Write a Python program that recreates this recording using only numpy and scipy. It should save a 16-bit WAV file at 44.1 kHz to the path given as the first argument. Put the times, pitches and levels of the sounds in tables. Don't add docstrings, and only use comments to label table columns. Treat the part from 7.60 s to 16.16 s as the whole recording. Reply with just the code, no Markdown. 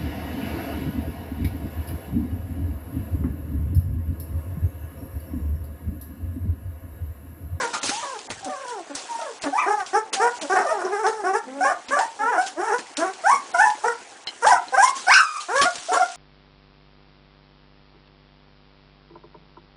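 import sys
import numpy as np
from scipy import signal
from scipy.fft import rfft, irfft, next_fast_len
from scipy.io import wavfile
from scipy.ndimage import uniform_filter1d, minimum_filter1d, map_coordinates

SR = 44100
rng = np.random.default_rng(int(sys.argv[2]) if len(sys.argv) > 2 else 0)


def invert_db(x):
    u = np.asarray(x, float) / 20
    return 10 ** u


def unload_wav(signal):
    wavfile.write(
        sys.argv[1],
        SR,
        np.round(np.clip(np.atleast_2d(signal).T, -1, 1) * 32767).astype(np.int16),
    )


N = 377496
TOP_HZ = 10200


def unit(x):
    return x / np.sqrt(np.mean(x ** 2) + 1e-20)


def along(points, hz):
    f, v = np.transpose(points)
    return np.interp(np.log(hz + 1), np.log(f + 1), v)


def wobble(rate_hz, size=N):
    knots = rng.standard_normal(int(size * rate_hz / SR) + 4)
    return map_coordinates(knots, [np.arange(size) * rate_hz / SR])


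def filtered(x, response):
    m = next_fast_len(N + SR // 2)
    return irfft(rfft(x, m) * response(np.fft.rfftfreq(m, 1 / SR)), m)[..., :N]


def level(rows):
    return invert_db(np.interp(np.arange(N) / SR, *np.transpose(rows)))


def rush(spectrum, patchy_db, grit_db):
    z = signal.stft(rng.standard_normal(N + 512), nperseg=512)[2]
    field = uniform_filter1d(rng.standard_normal(z.shape), size=8, axis=0)
    field = uniform_filter1d(field, size=5, axis=1)
    patches = invert_db(patchy_db * np.clip(unit(field), -2, 2))
    noise = signal.istft(z * patches, nperseg=512)[1][:N]
    return unit(filtered(noise * invert_db(grit_db * wobble(700)), lambda hz: invert_db(along(spectrum, hz))))


# pitch_hz [Hz], level_db [dB]
SECOND = [(260, -2.5), (400, 2.5), (570, 4), (750, -6.5), (1000, -8.5), (1200, -21), (1500, -16.5)]


def unfold(calls, shape, thin_db=0):
    when, way, under_db = np.transpose(shape)
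    out = []
    for start_s, length_s, peak_db, from_hz, to_hz in calls:
        hz = from_hz + way * (to_hz - from_hz)
        second_db = along(SECOND, hz) + thin_db
        out.append(np.transpose([start_s + when * length_s, hz, peak_db + under_db, second_db]))
    return out


# centre_s [s], spread_s [s], level_db [dB]
EXTRA_BRIGHT = [
    (2.0, 0.066, -8),
    (4.66, 0.099, -10),
    (6.92, 0.035, 1),
    (7.258, 0.031, 10),
]


def extra_bright_db(t):
    return sum(db * np.exp(-((t - s) / spread_s) ** 2) for s, spread_s, db in EXTRA_BRIGHT)


# centre_s [s], spread_s [s], hoarseness [0-1]
HOARSE = [(.02, .04, .6), (.15, .03, 1), (1.86, .04, .7), (2.05, .025, .7), (2.66, .03, .5), (3.0, .05, 1),
          (3.24, .055, .9), (3.49, .02, .6), (4.12, .03, .5), (4.4, .03, .5), (4.77, .015, .25),
          (5.12, .03, .4), (5.41, .05, .5), (6.25, .015, .3), (6.89, .03, .45), (2.0, .04, .2),
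          (4.38, .06, .2), (5.06, .07, .3), (7.545, .05, .7), (8.345, .025, .8)]
# freq_hz [Hz], level_db [dB]
NOSE_RING = [(3000, -70), (4300, -44.5), (5000, -32), (5600, -23), (6500, -42.5), (8800, -31), (10000, -49)]


def cry(rows, throat, soft_db):
    s, hz, db, second_over_db = np.transpose(rows)
    t = np.arange(s[0] - .003, s[-1] + .037, 1 / SR)
    size = len(t)
    first_db = np.interp(t, s, db)
    second_db = np.interp(t, s, second_over_db)
    low_db = np.maximum(second_db, 0)
    pitch = uniform_filter1d(np.interp(t, s, hz), size=300)

    strain = np.clip(pitch / 200 - 5.3, 0, 1) * np.clip((first_db + low_db + 29) / 6, 0, 1)
    pitch *= 1 + .012 * wobble(55, size) + (.011 + .04 * strain) * wobble(300, size)
    hoarse = sum(depth * np.exp(-((t - at) / spread_s) ** 2) for at, spread_s, depth in HOARSE)
    pitch *= 1 + .075 * hoarse * wobble(400, size)
    phase = 2 * np.pi * np.cumsum(pitch) / SR
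    effort = uniform_filter1d(np.clip((first_db + 30) / 18, 0, 1), size=1300)

    k = np.arange(1, 17)[:, None]
    soft = np.clip((-24 - first_db - low_db) / 10, 0, 1)
    partial_db = second_db + along(throat, k * pitch) - along(throat, 2 * pitch)
    partial_db -= (2.5 + soft_db * soft) * np.log2(k / 2)
    partial_db[0] = 0
    nose_db = low_db + 3.5 * (effort - .4) + extra_bright_db(t) + along(NOSE_RING, k * pitch)
    partial_db = np.maximum(partial_db, nose_db)
    flutter_db = 1.8 + (.25 + hoarse / 2) * np.minimum(k - 1, 5)
    partial_db += flutter_db * np.array([wobble(150, size) for _ in k])
    waves = np.sin(k * phase + rng.uniform(0, 2 * np.pi, k.shape))
    voice = np.sqrt(2) * np.sum(invert_db(partial_db) * (k * pitch < TOP_HZ) * waves, axis=0)

    rasp = 1 + (.055 + .0065 * effort + .35 * hoarse) * wobble(900, size)
    edges = np.clip((t - t[0]) / .002, 0, 1) * invert_db(-1500 * np.clip(t - s[-1], 0, None))
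    return max(round(t[0] * SR), 0), voice * rasp * invert_db(first_db) * edges


# start_s [s], length_s [s], peak_db [dB], from_hz [Hz], to_hz [Hz] (last pitch; top if arching)
GRUNTS = [(.23, 0.035, -33, 287, 282), (.86, 0.063, -32, 314, 245.6), (1.3, 0.046, -31.5, 302, 278.5),
          (1.84, 0.082, -26.5, 351, 269), (2.82, 0.082, -31.5, 330.5, 278), (3.87, 0.33, -33.5, 251, 289.7),
          (4.285, 0.12, -38, 271, 261), (4.6, 0.12, -40, 278, 275), (5.73, 0.05, -39, 246, 243)]
WHIMPERS = [(2.065, 0.065, -25, 365, 422), (2.334, 0.053, -24, 360, 443), (2.6, 0.08, -23.5, 389, 492.5),
            (3.64, 0.073, -26, 339, 382.6), (3.735, 0.049, -25, 381, 456), (4.31, 0.069, -27.5, 525, 585),
            (5.38, 0.12, -27.5, 289.2, 378.7)]
CLIMBS = [(4.05, 0.082, -24.5, 529, 622), (4.37, 0.087, -21.5, 709, 925), (4.782, 0.055, -18, 700, 789),
          (8.32, 0.059, -28, 422.5, 576)]
WHINES = [(0, 0.055, -26, 518.6, 470.5), (.43, 0.14, -34, 602, 400.4), (3.53, 0.097, -30.5, 453.7, 391),
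          (4.1, 0.024, -18.5, 722, 714)]
SQUEALS = [(4.01, 0.073, -14.5, 729, 823)]
PEEPS = [(.135, 0.03, -30, 907, 942), (.13, .04, -24.5, 1450, 1343), (.31, 0.19, -29, 751, 1014),
         (.83, 0.092, -29, 780, 740), (1.49, 0.14, -26.5, 944, 917), (2.565, 0.11, -21.5, 801, 736),
         (5.945, 0.04, -25.5, 960, 1005), (6.055, 0.034, -17.5, 952, 999), (6.095, .035, -27.5, 978, 885),
         (6.24, 0.017, -25.5, 700, 748), (7.126, 0.033, -21.5, 742, 790), (7.515, 0.066, -2.5, 1536, 1575),
         (7.565, 0.073, -14.5, 1557, 1272), (8.288, 0.037, -18, 620, 764), (8.49, 0.04, -45, 694, 702)]
NASALS = [(2.135, 0.092, -40.5, 433, 366.5)]
# length_share [0-1], pitch_share [0-1], level_db [dB re peak]
GRUNT = [(0, 0.11, -2.5), (.4, 0.93, 4), (1, 0.96, -32)]
ARCH = [(0, 0, -0.5), (0.351, 0.61, 5.5), (0.651, 1, 0.5), (1, 0.926, 1)]
CLIMB = [(0, 0.0036, 4), (0.502, 0.7, 3.5), (0.999, 1, -7.5)]
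WHINE = [(0, 0.053, 3), (.2, 0.22, -5.5), (0.698, .45, -1), (1.001, 1, -0.5)]
SQUEAL = [(0, 0.0035, -2), (0.251, 0.33, -3), (0.45, 0.81, 3), (0.751, 1, -4.5), (0.998, 0.61, -20)]
PEEP = [(0, 0.043, -4), (.45, 0.82, 2), (1, 0.91, -5)]
# time_s [s], pitch_hz [Hz], first_db [dB], second_db [dB]
LONG_CRIES = [
    [(1.585, 685, -69, -56), (1.593, 693, -29, -48), (1.605, 686, -49, -39), (1.619, 650, -28.5, -42),
     (1.639, 642, -38.5, -42), (1.649, 639, -35, -52), (1.667, 560, -35.5, -37.5), (1.72, 424, -44.5, -50)],
    [(1.925, 778, -36, -49), (1.933, 737, -24, -35.5), (1.975, 998, -22, -42), (1.987, 1007, -24.5, -33),
     (2.013, 1040, -29.5, -43), (2.025, 967, -24.5, -31), (2.049, 963, -38, -42), (2.06, 950, -48, -43)],
    [(2.9, 366, -28, -26.5), (2.912, 370, -30.5, -22.5), (2.938, 390.4, -18.5, -21),
     (2.948, 380, -29, -30.5), (2.958, 383, -40, -19), (2.98, 368.6, -29, -21.5),
     (3.004, 405, -25.5, -27.5), (3.03, 386, -37, -28)],
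    [(3.07, 562, -28, -58), (3.1, 483, -39, -30.5), (3.166, 398, -33.5, -32.5), (3.22, 328.7, -39.5, -29.5),
     (3.234, 345, -36.5, -33), (3.25, 383, -22, -35.5), (3.266, 364, -27.5, -29.5), (3.3, 348, -43, -35.5)],
    [(3.31, 383, -35, -41), (3.33, 424.6, -28.5, -27), (3.366, 390, -30, -30.5), (3.408, 444, -37.5, -29),
     (3.43, 427.6, -31, -36), (3.446, 353, -30.5, -24), (3.48, 448.6, -25, -23), (3.5, 455, -26.5, -31)],
    [(4.593, 420.6, -45, -31.5), (4.617, 427, -49, -24.5), (4.657, 449.7, -36, -28.5),
     (4.699, 489.5, -33, -23.5), (4.715, 465, -27, -35.5), (4.723, 439.7, -44, -22.5),
     (4.749, 355, -33, -26), (4.775, 326, -34, -28)],
    [(4.962, 288.1, -47, -42), (4.978, 319.4, -35, -32.5), (5.012, 394.7, -33, -28.5),
     (5.05, 459, -44, -31.5), (5.09, 438, -34.5, -27), (5.114, 390, -32, -27), (5.146, 496.5, -23.5, -23),
     (5.19, 501, -47, -43.5)],
    [(6.826, 461, -32.5, -28.5), (6.844, 479, -27, -20.5), (6.864, 745, -15.5, -25), (6.87, 816, -11, -20),
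     (6.882, 880, -17, -26), (6.902, 999, -12.5, -34), (6.934, 948, -20.5, -33), (6.96, 882.5, -28, -49)],
    [(7.125, 492.5, -37.5, -44), (7.149, 511.5, -26, -20), (7.163, 547, -36.5, -30),
     (7.185, 774.5, -9.5, -18.5), (7.217, 805.5, -22.5, -19.5), (7.233, 994, -10.5, -33.5),
     (7.275, 1079, -26, -32), (7.3, 1074, -18.5, -45)],
    [(8.36, 622.8, -30, -34), (8.374, 704, -17.5, -25), (8.392, 727, -26.5, -33), (8.402, 753, -19, -29.5),
     (8.416, 713, -17.5, -39), (8.424, 696, -19.5, -23), (8.456, 716, -27, -38), (8.47, 704, -39, -51)],]
SHRIEKS = [
    [(0.895, 603.5, -35, -38.5), (0.985, 518, -43, -39.5), (1.019, 552.3, -37.5, -44),
     (1.063, 490, -46, -37), (1.123, 486, -39, -36), (1.205, 338.5, -43.5, -38), (1.225, 322.2, -49, -69)],
    [(5.64, 652, -31.5, -35), (5.666, 757, -17.5, -19.5), (5.694, 948, -17.5, -31.5),
     (5.718, 1100, -17.5, -31), (5.742, 1124, -16, -32.5), (5.762, 1124, -25, -38),
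     (5.785, 1070, -27.5, -43)],
    [(5.94, 736, -34, -41), (5.95, 710.5, -18.5, -21), (5.964, 677.5, -32, -34), (5.994, 740, -19.5, -17),
     (6.008, 825, -13.5, -19), (6.02, 881, -22, -20), (6.085, 850, -20, -31)],
    [(6.24, 435, -35, -27), (6.246, 442, -34.5, -23.5), (6.264, 472, -22, -25.5), (6.278, 491, -22.5, -31),
     (6.284, 467, -32, -19), (6.296, 454, -30, -46), (6.32, 473, -44.5, -27)],
    [(7.888, 343.2, -39, -30.5), (7.96, 553.7, -24, -25), (8.0, 553.5, -28.5, -20.5),
     (8.03, 570, -38.5, -27.5), (8.056, 707, -21, -23), (8.078, 724, -21, -27), (8.09, 662, -33, -47)],
]
ANSWERS = [
    [(1.975, 1270, -44, -38), (1.987, 1158, -16, -27.5), (2.005, 1264, -27.5, -29.5),
     (2.027, 1142, -39.5, -34.5), (2.06, 1054, -26, -52)],
    [(3.045, 780, -24, -44), (3.065, 597, -27, -33), (3.093, 612, -32, -27.5), (3.127, 660, -17.5, -31.5),
     (3.135, 670, -54, -60)],
    [(6.915, 813, -25, -22), (6.927, 733, -7.5, -16.5), (6.937, 709, -26.5, -24), (6.955, 696, -27, -30),
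     (6.97, 668, -45, -24)],
]
# time_s [s], pitch_hz [Hz], first_db [dB], second_over_first_db [dB]
YELP = [(7.47, 739, -22, 1), (7.485, 748, -5, -2.5), (7.495, 802, -16.5, 2), (7.52, 1171, -1.5, -8),
        (7.55, 1288, -30, 22.5), (7.59, 1365, -31.5, 7), (7.65, 1229, -29, -7.5),
        (7.74, 1210, -25.5, -16.5), (7.78, 1234, -23, -15), (7.83, 1140, -64, -8)]
# freq_hz [Hz], level_db [dB]
THROAT = [(800, 9), (1200, 3.5), (1600, 6), (2100, -9), (2700, -17.5), (4500, -44), (5800, -22),
          (10000, -63)]
OPEN_MOUTH = [(1200, 20), (2000, -2.5), (2600, -11.5), (3300, -21.5), (4000, -20), (5000, -9.5),
              (6000, -17), (10000, -49)]


def voices():
    kinds = [(GRUNTS, GRUNT), (WHIMPERS, ARCH), (CLIMBS, CLIMB), (WHINES, WHINE), (SQUEALS, SQUEAL),
             (PEEPS, PEEP, -15), (NASALS, WHINE, 14.5)]
    calls = [rows for kind in kinds for rows in unfold(*kind)]
    for rows in [*LONG_CRIES, *SHRIEKS, *ANSWERS]:
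        calls.append([(s, hz, db + 5, second_db - db) for s, hz, db, second_db in rows])
    out = np.zeros(N + SR)
    for call in [(rows, THROAT, 10.5) for rows in calls] + [(YELP, OPEN_MOUTH, 0)]:
        start, sound = cry(*call)
        out[start:start + len(sound)] += sound
    return out[:N]


# freq_hz [Hz], density_db [dB/Hz]
CRY_HISS = [(200, -50), (600, -18), (1600, -12), (2300, -18), (4700, -24), (5500, -9), (6500, -11),
            (9800, -13)]


def cry_hiss(voice):
    bright = filtered(voice, lambda hz: hz > 850)
    push = np.abs(uniform_filter1d(bright ** 2, size=700)) ** .41
    push *= invert_db(extra_bright_db(np.arange(N) / SR))
    return invert_db(-16) * push * rush(CRY_HISS, patchy_db=1.4, grit_db=3.2)


def puppies():
    voice = voices()
    return filtered(voice + cry_hiss(voice), lambda hz: 1 / (1 + (210 / (hz + 1)) ** 6))


# freq_hz [Hz], t60_s [s]
BOX = [(300, .2), (1000, .25), (2500, .17), (8000, .1)]


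def box(x):
    block = SR // 3
    out = np.zeros(N + 2 * SR)
    fade = np.hanning(2 * block)
    padded = np.pad(x, (block, 2 * block))
    for start in range(-block, N, block):
        hz, t, z = signal.stft(rng.standard_normal(SR // 2), SR, nperseg=256)
        tail = signal.istft(z * invert_db(-60 * t / along(BOX, hz)[:, None]), SR, nperseg=256)[1]
        piece = padded[start + block:][:2 * block]
        wet = signal.fftconvolve(piece * fade[:len(piece)], tail / np.linalg.norm(tail))
        out[start + block:][:len(wet)] += wet
    return np.pad(out[block:], (90, 0))[:N]


# freq_hz [Hz], density_db [dB/Hz]
RUMBLE = [(15, -30.5), (40, -7.5), (100, 6), (160, 0), (250, -5), (400, -103)]


def low_swell(litter):
    push = np.sqrt(np.abs(uniform_filter1d(litter ** 2, size=1500)))
    return invert_db(-57) * push * rush(RUMBLE, patchy_db=-1.0, grit_db=4.0)


# start_s [s], peak_db [dB]
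BUMPS = [
    (0, -64),
    (.25, -51.5),
    (.7, -48),
    (6.015, -68),
    (6.86, -51),
    (8.0, -47),
]


def rumble():
    t = np.arange(N) / SR
    knocks = sum(invert_db(db - 60 * np.abs(t - s) / .47) * (t > s) for s, db in BUMPS)
    return (invert_db(-77.5 + 1.5 * wobble(2.3)) + knocks) * rush(RUMBLE, patchy_db=2.0, grit_db=1.0)


# freq_hz [Hz], level_db [dB]
WHISTLE = [(7881, -72)]


def electric_whine():
    t = np.arange(N) / SR
    return sum(np.sqrt(2) * invert_db(db + 2 * wobble(7.8)) * np.sin(2 * np.pi * hz * t) for hz, db in WHISTLE)


# freq_hz [Hz], density_db [dB/Hz]
FUR = [(59, -65), (100, -24.5), (638, -10), (1070, -0.5), (1880, -7), (2710, -2.5), (7260, -1.5),
       (10100, -9), (13100, -51), (22000, -120)]
# freq_hz [Hz], density_db [dB/Hz]
THUD = [(40, -59), (100, -12), (300, 7), (1000, -2), (1800, 1), (2500, 1.5), (4000, -77)]
# start_s [s], peak_db [dB], t60_s [s], thud_db [dB]
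SNAPS = [(0.0044, -22.5, 0.22, 2.5), (0.133, -17.5, 0.17, -4.5), (0.228, -19, 0.77, -18),
         (0.29, -13, 0.056, -1), (1.09, -23, 0.079, -25), (0.7, -24.5, 0.15, 1.5),
         (0.848, -23.5, 0.077, -12), (1.3025, -48, 0.12, -3), (1.3478, -26, 0.39, -39),
         (1.538, -36, 0.067, -19), (1.82, -25.5, 0.23, -9), (2.2607, -29, 0.25, -26),
         (2.5272, -12.5, 0.17, -6.5), (2.81, -17, 0.093, -4), (3.47, -27.5, 0.25, -18),
         (4.2856, -23, 0.076, 1), (4.383, -28.5, 0.38, -31), (4.81, -27.5, 0.27, -25),
         (4.86, -23.5, 0.17, -11), (5.182, -25, 0.14, -1), (5.3662, -21, 0.24, -21.5),
         (6.671, -33.5, 0.15, -1), (7.083, -34, 0.047, -12), (6.862, -13.5, 0.18, -18),
         (7.273, -15.5, 0.11, -24), (7.35, -26.5, 0.66, -32), (8.328, -17, 0.18, -29),
         (7.523, -24.5, 0.066, 10), (7.799, -22.5, 0.21, -30), (7.956, -21, 0.28, -21),
         (8.013, -5.5, 0.13, -6), (8.153, -24.5, 0.073, -1)]


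def snaps():
    t = np.arange(N) / SR
    crisp, dull = np.zeros(N), np.zeros(N)
    for s, db, t60_s, thud_db in SNAPS:
        part = slice(round(s * SR), round(s * SR) + SR // 2)
        age = t[part] - s
        burst = invert_db(db - 4.5 - 60 * age / max(t60_s, .01)) * (1 - np.exp(-np.abs(age) / .009))
        crisp[part] += burst
        dull[part] += invert_db(thud_db) * burst
    return crisp * rush(FUR, patchy_db=2.5, grit_db=.5) + dull * rush(THUD, patchy_db=3.0, grit_db=2.5)


# freq_hz [Hz], density_db [dB/Hz]
FLEECE = [(24, -63), (40, -35), (151, -11.5), (291, 7), (603, 6), (769, 12.5), (1250, 1.5), (1600, 6),
          (3500, -6.5), (4550, -85), (7700, -120)]


def shuffle(stir):
    return invert_db(-50) * unit(stir ** .51) * rush(FLEECE, patchy_db=4.0, grit_db=2.0)


# time_s [s], level_db [dB]
STIRRING = [(0, -39.5), (.45, -42.5), (.66, -45), (1.28, -50), (1.4, -43), (1.75, -45.5), (2.48, -52),
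            (2.8, -41), (3.6, -54), (4.5, -48), (4.9, -52), (5.33, -47.5), (6.2, -44), (6.6, -51),
            (7.35, -44.5), (7.85, -46), (8.1, -37.5), (8.56, -41)]
# time_s [s], level_db [dB]
HUSH = [
    (7.58, 5),
    (7.64, -12),
    (7.77, -7),
    (7.83, -4),
]


def bedding():
    stir = level(STIRRING)
    hiss = stir * rush(FUR, patchy_db=1.3, grit_db=2.2)
    return hiss + snaps() + level(HUSH) * (rumble() + shuffle(stir))


# start_s [s], peak_db [dB], pitch_hz [Hz]
TICKS = [(0.231, -13, 4610), (0.5895, -25, 4630), (0.7022, -18, 2740), (0.8455, -22, 7000),
         (1.0823, -29, 5940), (1.3517, -14.5, 6920), (1.614, -27.5, 4550), (1.82, -24, 5700),
         (1.837, -17.5, 2645), (2.2017, -23.5, 2470), (2.263, -25, 5220), (2.5323, -31, 2850),
         (2.8105, -38, 2700), (3.466, -20, 5430), (4.2846, -23, 3070), (4.3902, -15, 5100),
         (5.183, -23, 5170), (5.37, -11.5, 5200), (5.534, -25.5, 4960), (5.971, -26, 5600),
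         (6.101, -21.5, 3760), (7.955, -27, 2800), (7.981, -16, 5350), (8.0144, -9.5, 3680),
         (8.156, -19, 5650), (8.1818, -22.5, 3220)]


def ticks():
    out, t = np.zeros(N + SR), np.arange(SR // 10) / SR
    for s, db, hz in TICKS:
        puff = uniform_filter1d(rng.standard_normal(len(t)), size=9) * np.sin(2 * np.pi * hz * t)
        out[round(s * SR):][:len(t)] += invert_db(db - 8.5 - 60 * t / .052) * unit(puff)
    return out[:N]


# start_s [s], peak_db [dB]
CLINKS = [
    (6.672, -20),
    (6.681, -26.5),
    (6.6894, -30),
    (6.706, -33),
    (7.0838, -33.5),
    (7.8066, -28),
]
# freq_hz [Hz], level_db [dB], t60_s [s]
TAG = [(747, -19, 0.17), (2080, -11.5, 0.12), (3043, -10.5, 0.29), (4130, 3, 0.041), (5170, -17, 0.17),
       (6218, -32, 0.16)]


def collar_tag():
    out, t = np.zeros(N + SR), np.arange(SR // 10) / SR
    for s, db in CLINKS:
        ring = np.zeros(len(t))
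        for hz, mode_db, t60_s in TAG:
            decay_db = mode_db + rng.normal(0, 3.1) - 60 * t / np.clip(t60_s, .02, .2)
            ring += invert_db(decay_db) * np.sin(2 * np.pi * hz * t)
        out[round(s * SR):][:len(t)] += invert_db(db - 8) * ring * (1 + 1.13 * wobble(500, len(t)))
    return out[:N]


def scene():
    litter = puppies()
    mix = invert_db(-5.0) * litter + invert_db(-9.5) * box(litter) + low_swell(litter)
    return (mix + electric_whine() + bedding() + ticks() + collar_tag())[None]


# time_s [s], above_hz [Hz]
DROPOUTS = [(.205, 4500), (.685, 2200), (.83, 5000), (1.33, 4400), (1.803, 3000), (2.515, 2800),
            (2.8, 3000), (4.275, 4500), (5.357, 3200), (5.93, 4500), (6.655, 3000), (7.475, 6000),
            (8.13, 5500)]


def narrow_band(x):
    hz, t, z = signal.stft(x[0], SR, nperseg=512, noverlap=384)
    hz = hz[:, None]
    luck = rng.random((len(hz) // 6 + 1, len(t) // 5 + 1))
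    luck = np.kron(luck, np.ones((6, 5)))[:len(hz), :len(t)]
    lost = (luck < .06) & (hz > 4800)
    for s, above_hz in DROPOUTS:
        lost |= (luck < 2800 / above_hz) & (hz > above_hz) & (abs(t - s) < .011)
    return signal.istft(z * ~lost * (hz < TOP_HZ), SR, nperseg=512, noverlap=384)[1][None, :N]


def roll_off(x):
    return signal.sosfilt(signal.butter(12, 15800, fs=SR, output="sos"), x)


def record(dry):
    room_left = minimum_filter1d(.73 / np.maximum(abs(dry), .73), size=301)
    x = narrow_band(dry * uniform_filter1d(room_left, size=151))
    return roll_off(np.clip(x, -.69, .69))


dry = scene()
out = record(dry)
unload_wav(out)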